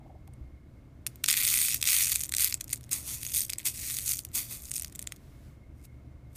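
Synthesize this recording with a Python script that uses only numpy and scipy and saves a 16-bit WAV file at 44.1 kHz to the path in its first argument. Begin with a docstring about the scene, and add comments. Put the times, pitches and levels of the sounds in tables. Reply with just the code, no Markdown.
"""Bright clicks and a dense rustle, close to a phone: fingers dig, pinch and stir small plastic beads
in a glass bowl on a table. Each contact is a filtered pulse scattered through the heap; random contacts
merge into the rustle, single beads click on their own, and damped resonances ring the glass.
Noise bands make the skin's rub, the bumps on the phone and a quiet room with a thin whine behind.
The phone's noise suppressor dulls the hiss about a third of a second after the last sharp sound."""
import sys
import numpy as np
from scipy import signal
from scipy.fft import rfft, irfft
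from scipy.io import wavfile
from scipy.ndimage import uniform_filter1d, minimum_filter1d, map_coordinates

SR = 44100
rng = np.random.default_rng(int(sys.argv[2]) if len(sys.argv) > 2 else 0)


def digitize_waveform(pressure):
    """Quantize a signal to 16-bit integers and store it at the path in sys.argv[1].

    Rows of a 2-D input are taken as channels; values are limited to [-1, 1].
    """
    field = np.atleast_2d(pressure).T
    bounded = np.clip(field, -1, 1)
    quanta = np.round(bounded * 32767).astype(np.int16)
    wavfile.write(sys.argv[1], SR, quanta)


N = 280734
TIME = np.arange(N) / SR
EDGE_HZ = 15400  # upper limit of the phone's band
SLIDE_PER_S, SLIDE_KNOCK_DB = 4700, -14.5  # a shove makes the beads slide: dense, light contacts
STROKE_RISE_DB_PER_S, STROKE_FALL_DB_PER_S = 1501.5, 521


# Fingers pinching and stirring the heap. Each row: start in seconds, length in seconds, level in dB,
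# growth over the stroke in dB, share of the bowl's low knock in dB, contacts per second.
FINGER_STROKES = [(1.287, 0.041, -25, -3, -7.5, 1020), (1.362, 0.05, -29.5, 1.5, -8.5, 1500),
                  (1.434, 0.22, -28, -0.5, -13, 2000), (1.661, 0.1, -30, -5, -14, 1600),
                  (1.867, 0.16, -25.5, -2, -10.5, 3050), (2.025, .14, -29.5, -4.5, -13, 1830),
                  (2.195, 0.062, -35.5, -6.5, -16.5, 670), (2.322, 0.02, -50, -5.5, -13, 370),
                  (2.399, 0.067, -25, -7, -12, 2600), (2.475, .07, -34.5, -12, -13, 670),
                  (2.7, .05, -48, 0, -17, 310), (3.21, .115, -44.5, 3.5, -16, 2500),
                  (3.338, 0.044, -32, 5.5, -25, 2200), (3.404, 0.044, -32.5, -6.5, -27, 1200),
                  (3.498, .033, -49.5, -8, -7, 450), (3.591, 0.0088, -50.5, 3, -6, 460),
                  (3.743, .17, -43.5, 8.5, -13.5, 3500), (3.921, 0.13, -36, -5.5, -19.5, 2600),
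                  (4.061, 0.054, -33, 4, -21, 3000), (4.128, 0.066, -35.5, -8.5, -27, 1100),
                  (4.619, .11, -50, -1.5, -22, 1200), (4.747, 0.011, -39, 7.5, -29, 660),
                  (4.79, 0.068, -53.5, -3, -16, 410)]
# Fingertips shoving down to the bottom of the bowl. Each row: time of full push in seconds,
# rise in dB per second, hold in seconds, level in dB, fall in dB per second, level of the skin's rub in dB.
FINGER_SHOVES = [(2.914, 3500, .02, -32, 180, -53.5), (3.078, 380, 0.067, -37.5, 229, -59.5),
                 (3.657, 2000, 0.015, -26.5, 402, -49.5), (4.351, 1400, 0.028, -29.5, 220, -55.5),
                 (4.516, 450, 0.011, -38.5, 180, -60)]


def movements():
    """Strokes and shoves add in power, which weights their bearing on the glass and contacts per second."""
    moves = []
    for start, length, db, growth_db, knock_db, rate in FINGER_STROKES:
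        gain = gesture(start, length, db, growth_db, STROKE_RISE_DB_PER_S, STROKE_FALL_DB_PER_S)
        moves.append((gain, knock_db, rate))
    for start, rise, hold, db, fall, _ in FINGER_SHOVES:
        moves.append((gesture(start, hold, db, 0, rise, fall), SLIDE_KNOCK_DB, SLIDE_PER_S))
    power = sum(gain ** 2 for gain, _, _ in moves)
    press = sum(gain ** 2 * gain_of(knock_db) for gain, knock_db, _ in moves) / power
    rate = sum(gain ** 2 * rate for gain, _, rate in moves) / power
    return np.sqrt(power), press, rate


def gesture(start, length, db, growth_db, rise, fall):
    """Gain of one finger movement: attack, a hold that grows or sags, release (rise and fall in dB per s)."""
    age = TIME - start
    level = db + growth_db * np.clip(age / length, 0, 1)
    level += rise * np.minimum(age, 0)
    level -= fall * np.maximum(age - length, 0)
    return gain_of(np.maximum(level, -150))


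# Skin brushing the beads lightly. Each row: time in seconds, level in dB.
SKIN_BRUSH = [(5.72, -84.5), (5.78, -66), (5.825, -62.5), (5.852, -45), (5.875, -78), (5.95, -77),
              (6.15, -103), (6.29, -82), (6.345, -56.5), (6.366, -38)]


def heap(effort, press, rate, brush_knock_db=-17):
    """Beads grind and slide as the fingers work; pressing them on the glass adds the low knock."""
    ticks, knocks = contacts(rate, spread_db=5.2, clump_db=1.2)
    worked = effort * (ticks + press * knocks)
    brush = gain_of(np.interp(TIME, *np.transpose(SKIN_BRUSH), left=-120))
    return worked + brush * (ticks + gain_of(brush_knock_db) * knocks)


def contacts(rate, spread_db, clump_db, count=48, order=12):
    """Random contacts of steady mean power, clumped into small slips; returns their ticks and their knocks."""
    slips = evened(uniform_filter1d(rng.standard_normal(N), size=130))
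    uneven = (1500 / rate) ** 0.38  # a fast slide is smoother than a pinch
    spread = spread_db * np.minimum(rng.exponential(1, N), 4)
    strength = gain_of(uneven * (spread + clump_db * slips))
    hits = strength * (rng.random(N) < rate / SR)
    power = uniform_filter1d(uniform_filter1d(hits ** 2, size=800), size=400)
    hits = hits / np.sqrt(abs(power) + 1e-4)
    # only a handful of beads touch at a time, and others take their place as time goes on
    bead = ((count * TIME).astype(int) + rng.integers(0, order, N)) % count

    def played(make):
        return sum(signal.oaconvolve(hits * (bead == k), make())[:N] for k in range(count))

    return played(tick), played(knock)


# Colour of a contact between beads. Each row: frequency in Hz, relative level in dB.
BEAD_COLOUR = [(500, -44.5), (1200, -24.5), (2200, -13.5), (2900, -12.5), (3700, -12.5), (4600, -11),
               (5600, -6.5), (6700, -2), (7400, -2), (8500, 2), (9700, 0), (10500, -4), (12200, 0),
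               (15200, -2.5)]


def tick():
    """Bead against bead: a bright pulse with a strong pitch of its own."""
    return contact(BEAD_COLOUR, scatter=0.77, scatter_s=0.0013)


# Colour of a contact that bears on the bowl. Each row: frequency in Hz, relative level in dB.
KNOCK_COLOUR = [(150, -43.5), (600, -28.5), (900, -21.5), (1300, -11), (1700, -9), (2000, -1.5), (2500, -2),
                (2950, -5.5), (3500, -1.5), (5000, -5.5), (9000, -20)]


def knock():
    """The push of a bead on the bowl: a lower pulse with a broad, weak pitch."""
    return contact(KNOCK_COLOUR, scatter=.55, scatter_s=.0012, ring_db=2.5, ring_octaves=0.6, tilt_db=2.15)


def contact(colour, scatter, scatter_s, ring_db=9, ring_octaves=0.26, tilt_db=1.5, smear_s=0.00012, size=1024):
    """One click of unit energy: a sharp pulse with its own pitch, then its scatter through the heap."""
    signed_hz = np.fft.fftfreq(size, 1 / SR)
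    hz = abs(signed_hz) + 1
    t = np.arange(size) / SR
    octave = np.log2(hz / 7000)
    pitch = rng.uniform(-1.086, 0.92)  # octaves from 7 kHz
    own = ring_db * np.exp(-((octave - pitch) / ring_octaves) ** 2)
    tilt = tilt_db * rng.standard_normal() * np.maximum(octave, -2)
    level = read(colour, hz) + own + tilt
    level = level - 20 * np.clip((hz - EDGE_HZ) / 1000, 0, 1)
    pulse = np.exp(np.conj(signal.hilbert(np.log(gain_of(level)))))  # causal phase
    # the heap delays high notes a little more
    pulse = pulse * np.exp(-1j * np.pi * signed_hz * smear_s * (1 + hz / EDGE_HZ))
    paths = scatter * unit(rng.standard_normal(size) * np.exp(-t / scatter_s))
    paths[0] = 1  # the direct path
    click = unit(np.fft.ifft(pulse * np.fft.fft(paths)).real)
    return rng.choice([-1, 1]) * click


# Single beads that snap free or drop. Each row: time in seconds, level in dB over one millisecond
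# (before softening, glass and room), share of the bowl's low knock in dB.
BEAD_CLICKS = [(0.277, -41.5, -11), (0.337, -43, -30), (1.0656, -26.5, 0), (1.0666, -21.5, -11.5),
               (1.0715, -25, -13), (1.1577, -40, -30), (1.2398, -19.5, -8.5), (1.242, -16.5, 1.5),
               (1.261, -20.5, -13), (1.2822, -21, -4), (1.3125, -20, -3.5), (1.3325, -24, -8),
               (1.4094, -25.5, -9), (1.4842, -22, -13.5), (1.5887, -22, -5), (1.715, -24, -2),
               (1.7443, -14.5, -13), (1.8147, -23.5, -13.5), (1.8275, -15, -1), (1.8408, -21, -7),
               (1.8545, -21, -4.5), (1.8884, -17.5, 1), (2.1185, -15.5, -8), (2.1578, -14, -12),
               (2.2123, -23.5, -26), (2.2364, -21.5, -13), (2.2931, -26.5, -15.5), (2.3224, -22, -7.5),
               (2.3392, -19, -3), (2.3496, -21, -9), (2.367, -17, -11), (2.3833, -17.5, -13),
               (2.4456, -10, -22), (2.525, -23.5, 4), (2.5423, -17, -17), (2.6098, -28, -8),
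               (2.611, -25.5, -11.5), (2.6426, -31.5, -15), (2.6802, -38.5, -22.5), (2.7092, -31, -26),
               (2.7304, -18, -17), (2.7325, -19, -13), (2.759, -34, -14), (2.7766, -42, -17),
               (2.832, -48, -10), (2.9308, -16.5, -27), (3.2317, -26, -10.5), (3.2655, -26, -18),
               (3.3782, -18.5, -19), (3.4969, -26, -2.5), (3.501, -21.5, -14), (3.534, -22, -10),
               (3.5844, -24, -23), (3.987, -21.5, -7.5), (4.1335, -24, -30), (4.1909, -23, -19),
               (4.2504, -27.5, -31), (4.7155, -22.5, -17.5), (4.7393, -27, -26), (4.7802, -26, -11),
               (4.7974, -24, -20), (4.822, -24.5, -31), (4.8468, -26.5, -26), (4.8805, -42, -23),
               (4.924, -45, -10), (4.9518, -36, -11), (4.958, -32.5, -16), (4.9928, -26.5, -17),
               (5.0172, -38, -17), (5.0258, -30, -15), (5.0728, -25.5, -7), (5.122, -29.5, -3.5),
               (5.1623, -46, -13)]


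def single_beads(graze_db=-14, rebound_db=-19):
    """Each bead grazes a neighbour, strikes, and rebounds faintly a moment later."""
    out = np.zeros(N)
    for s, db, knock_db in BEAD_CLICKS:
        size = gain_of(db) * np.sqrt(SR / 1000)
        add(out, s - rng.uniform(0.0005, 0.0048), size * gain_of(graze_db) * tick())
        add(out, s, size * unit(tick() + gain_of(knock_db) * knock()))
        add(out, s + rng.uniform(0.0011, 0.0082), size * gain_of(rebound_db) * tick())
    return out


UNSETTLED_FROM_S, UNSETTLED_TO_S = 1.25, 5.17  # the disturbed heap keeps shedding beads between these


def loose_beads(effort, press, rate, snap_db=7, idle_db=-50, scatter_db=4.0, knock_db=6, count=170):
    """Jammed beads snap free, harder under a pinch than in a slide; between strokes faint ones settle."""
    out = np.zeros(N)
    slots = np.linspace(UNSETTLED_FROM_S, UNSETTLED_TO_S, count + 1)
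    times = rng.uniform(slots[:-1], slots[1:])
    lucks = np.clip(rng.standard_normal(count), -2, 2)
    for s, luck in zip(times, lucks):
        now = round(s * SR)
        pinch = np.clip(2 * (1 - rate[now] / SLIDE_PER_S), 0, 1)
        snap = gain_of(snap_db) * effort[now] * pinch
        size = (snap + gain_of(idle_db)) * gain_of(scatter_db * luck) * np.sqrt(SR / 1000)
        add(out, s, size * unit(tick() + gain_of(knock_db) * press[now] * knock()))
    return out


def soften(x, top_db=-4, corner_hz=11500):
    """Separate clicks, dropped or snapped free, have weaker highest treble than the rustle of the worked heap."""
    hz = np.fft.rfftfreq(N, 1 / SR)
    return irfft(rfft(x) * gain_of(top_db / (1 + (corner_hz / (hz + 1)) ** 8)), N)


# The glass, damped by its filling. Each row: frequency in Hz, relative level in dB,
# time to fall by 60 dB in seconds.
GLASS_MODES = [(2380, 0, 0.017), (2535, -9, .03), (3590, -1, 0.0073), (4520, -1, .022), (6680, 0, 0.02),
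               (8610, -10, 0.01), (9350, -2.5, 0.02)]


def bowl(x, ring_db, size=3000):
    """The glass rings briefly after every contact, as a sum of decaying cosines."""
    t = np.arange(size) / SR
    ring = sum(gain_of(db - 60 * t / t60) * np.cos(2 * np.pi * hz * t) for hz, db, t60 in GLASS_MODES)
    return x + gain_of(ring_db) * signal.oaconvolve(x, unit(ring))[:N]


def hand(x, echo=0.13, delay_s=0.000494, travel=0.315):
    """The moving palm throws the sound back after a changing delay, so its colour keeps shifting."""
    delay = delay_s * np.exp(travel * wander(.25))
    reflected = map_coordinates(x, [(TIME - delay) * SR], order=3)
    return (x + echo * reflected) / np.sqrt(1 + echo ** 2)


# Spectrum of the skin's dull rub. Each row: frequency in Hz, relative density in dB per Hz.
RUB_COLOUR = [(60, -8), (180, 3), (300, 6), (500, -10.5), (800, -5), (1100, 0.5), (1500, -8), (2500, -18),
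              (6000, -48.5)]


def fingertips(judder_db=3):
    """Soft skin drags through the packed beads during a shove with a dull, juddering rub."""
    push = sum(gesture(s, hold, rub_db, 0, rise, fall) for s, rise, hold, _, fall, rub_db in FINGER_SHOVES)
    rub = noise(lambda f: gain_of(read(RUB_COLOUR, f)))
    return rub * push * gain_of(judder_db * wander(.008))


# Soft bumps of the hand on the phone. Each row: start in seconds, rms level in dB before the rise and decay,
# centre in Hz, time to decay to 1/e in seconds.
PHONE_BUMPS = [(.003, -59.5, 770, 0.032), (0.045, -51, 610, 0.016), (.058, -54, 805, .03),
               (.094, -51, 700, 0.02), (.143, -49, 422, 0.0084), (.146, -50.5, 720, 0.013),
               (.274, -52, 840, 0.0096), (.41, -39.5, 68.6, 0.026)]


def bumps(rise_s=0.0043):
    """Dull short bumps right at the phone: narrow noise with a quick rise and an exponential decay."""
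    out = np.zeros(N)
    for s, db, hz, decay in PHONE_BUMPS:
        age = np.maximum(TIME - s, 0)
        envelope = np.minimum(age / rise_s, 1) * np.exp(-age / decay)
        out += gain_of(db) * band(hz, 0.15 * hz) * envelope
    return out


def reflections(x, early_db=-19, early_s=0.0037, tail_db=-23, t60=0.12, size=20000):
    """Quick reflections from the table, then a faint short tail of the room."""
    t = np.arange(size) / SR
    early = unit(rng.standard_normal(size) * np.exp(-t / early_s) * (t > .001))
    tail = unit(rng.standard_normal(size) * gain_of(-60 * t / t60) * (t > .006))
    return x + signal.oaconvolve(x, gain_of(early_db) * early + gain_of(tail_db) * tail)[:N]


# Spectrum of the quiet room. Each row: frequency in Hz, relative density in dB per Hz.
ROOM_COLOUR = [(15, -19.5), (30, -7), (50, -4), (72, 0.5), (95, -7.5), (125, -0.5), (170, -13), (300, -13),
               (420, -24), (680, -24.5), (800, -32), (1100, -31), (3000, -38.5), (15000, -44.5)]
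# Steady low hum in the room. Each row: centre in Hz, full width at half gain in Hz, level in dB.
ROOM_HUM = [(71.3, 26, -55.5), (119.6, 6.1, -60)]
# A thin whine that comes and goes. Each row: time in seconds, level in dB before its waver.
WHINE_LEVEL = [(0, -73), (1.05, -73.5), (1.2, -78), (5.45, -79.5), (5.6, -72), (5.8, -74.5), (5.95, -70),
               (6.1, -76.5), (6.37, -72)]


def background(room_db=-51, whine_hz=2150, whine_width_hz=55, waver_db=3, swell_db=0.83):
    """Low rumble and hiss that swell a little, hum, and a thin wavering whine, all of shaped noise."""
    air = noise(lambda f: gain_of(read(ROOM_COLOUR, f))) * gain_of(room_db + swell_db * wander(.07))
    hum = sum(gain_of(db) * band(hz, width / 2) for hz, width, db in ROOM_HUM)
    whine_db = np.interp(TIME, *np.transpose(WHINE_LEVEL)) + waver_db * wander(0.031)
    whine = band(whine_hz, whine_width_hz) * gain_of(whine_db)
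    return air + hum + whine


def gain_of(db):
    """Amplitude gain of a level in dB."""
    return 10 ** (np.asarray(db) / 20)


def evened(x):
    """Scale to unit rms."""
    return x / np.sqrt(np.mean(x ** 2) + 1e-20)


def unit(x):
    """Scale to unit energy."""
    return x / np.sqrt(np.sum(x ** 2) + 1e-20)


def read(points, hz):
    """Read a curve of (Hz, dB) along log frequency."""
    f, value = np.transpose(points)
    return np.interp(np.log(hz + 1), np.log(f + 1), value)


def add(mix, s, sound):
    """Add a sound at s seconds, cut at the end of the mix."""
    part = mix[max(round(s * SR), 0):][:len(sound)]
    part += sound[:len(part)]


def noise(shape):
    """Steady noise of unit rms, coloured by the gain shape(Hz)."""
    spectrum = rfft(rng.standard_normal(N)) * shape(np.fft.rfftfreq(N, 1 / SR))
    return evened(irfft(spectrum, N))


def band(hz, width):
    """Noise in one resonance, at half gain one width (Hz) from its centre."""
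    return noise(lambda f: 1 / (1 + ((f - hz) / width) ** 2))


def wander(seconds):
    """Random drift: normal draws of unit size, one per given time, joined by straight lines."""
    steps = np.arange(0, N / SR + 1, seconds)
    return np.interp(TIME, steps, rng.standard_normal(len(steps)))


def scene():
    """The pressed heap rings the glass more than separate clicks do; rub, bumps and room are added."""
    fingers = movements()
    stirred = bowl(heap(*fingers), ring_db=-15)
    separate = bowl(soften(single_beads() + loose_beads(*fingers)), ring_db=-21.5)
    beads = reflections(hand(stirred + separate))
    return (beads + fingertips() + bumps() + background())[None]


def suppress(x, open_db=-41, hold_s=0.36, release_s=0.098, depth_db=-10, corner_hz=1800):
    """Noise suppressor: the treble is turned down until a sharp sound opens it, and stays up for a while."""
    hz = np.fft.rfftfreq(N, 1 / SR)
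    treble = irfft(rfft(x) * hz ** 2 / (hz ** 2 + corner_hz ** 2), N)
    loud = uniform_filter1d(treble ** 2, size=64) > gain_of(open_db) ** 2
    since = TIME - np.maximum.accumulate(np.where(loud, TIME, -10))  # seconds since the last sharp sound
    shut = np.clip((since - hold_s) / release_s, 0, 1)
    return x - shut * (1 - gain_of(depth_db)) * treble


def limit(x, ceiling, size=33):
    """Fast limiter: the gain dips for about 1.5 ms around each of the sharpest peaks."""
    allowed = ceiling / np.maximum(abs(x), ceiling)
    return x * uniform_filter1d(minimum_filter1d(allowed, size), size)


def record(dry):
    """The phone: noise suppression, peak limiting, then the band limit."""
    limited = limit(suppress(dry[0]), ceiling=.48)
    low_pass = signal.firwin(401, EDGE_HZ, window=("kaiser", 8), fs=SR)
    return signal.oaconvolve(limited, low_pass, "same")[None]


dry = scene()
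out = record(dry)
digitize_waveform(out)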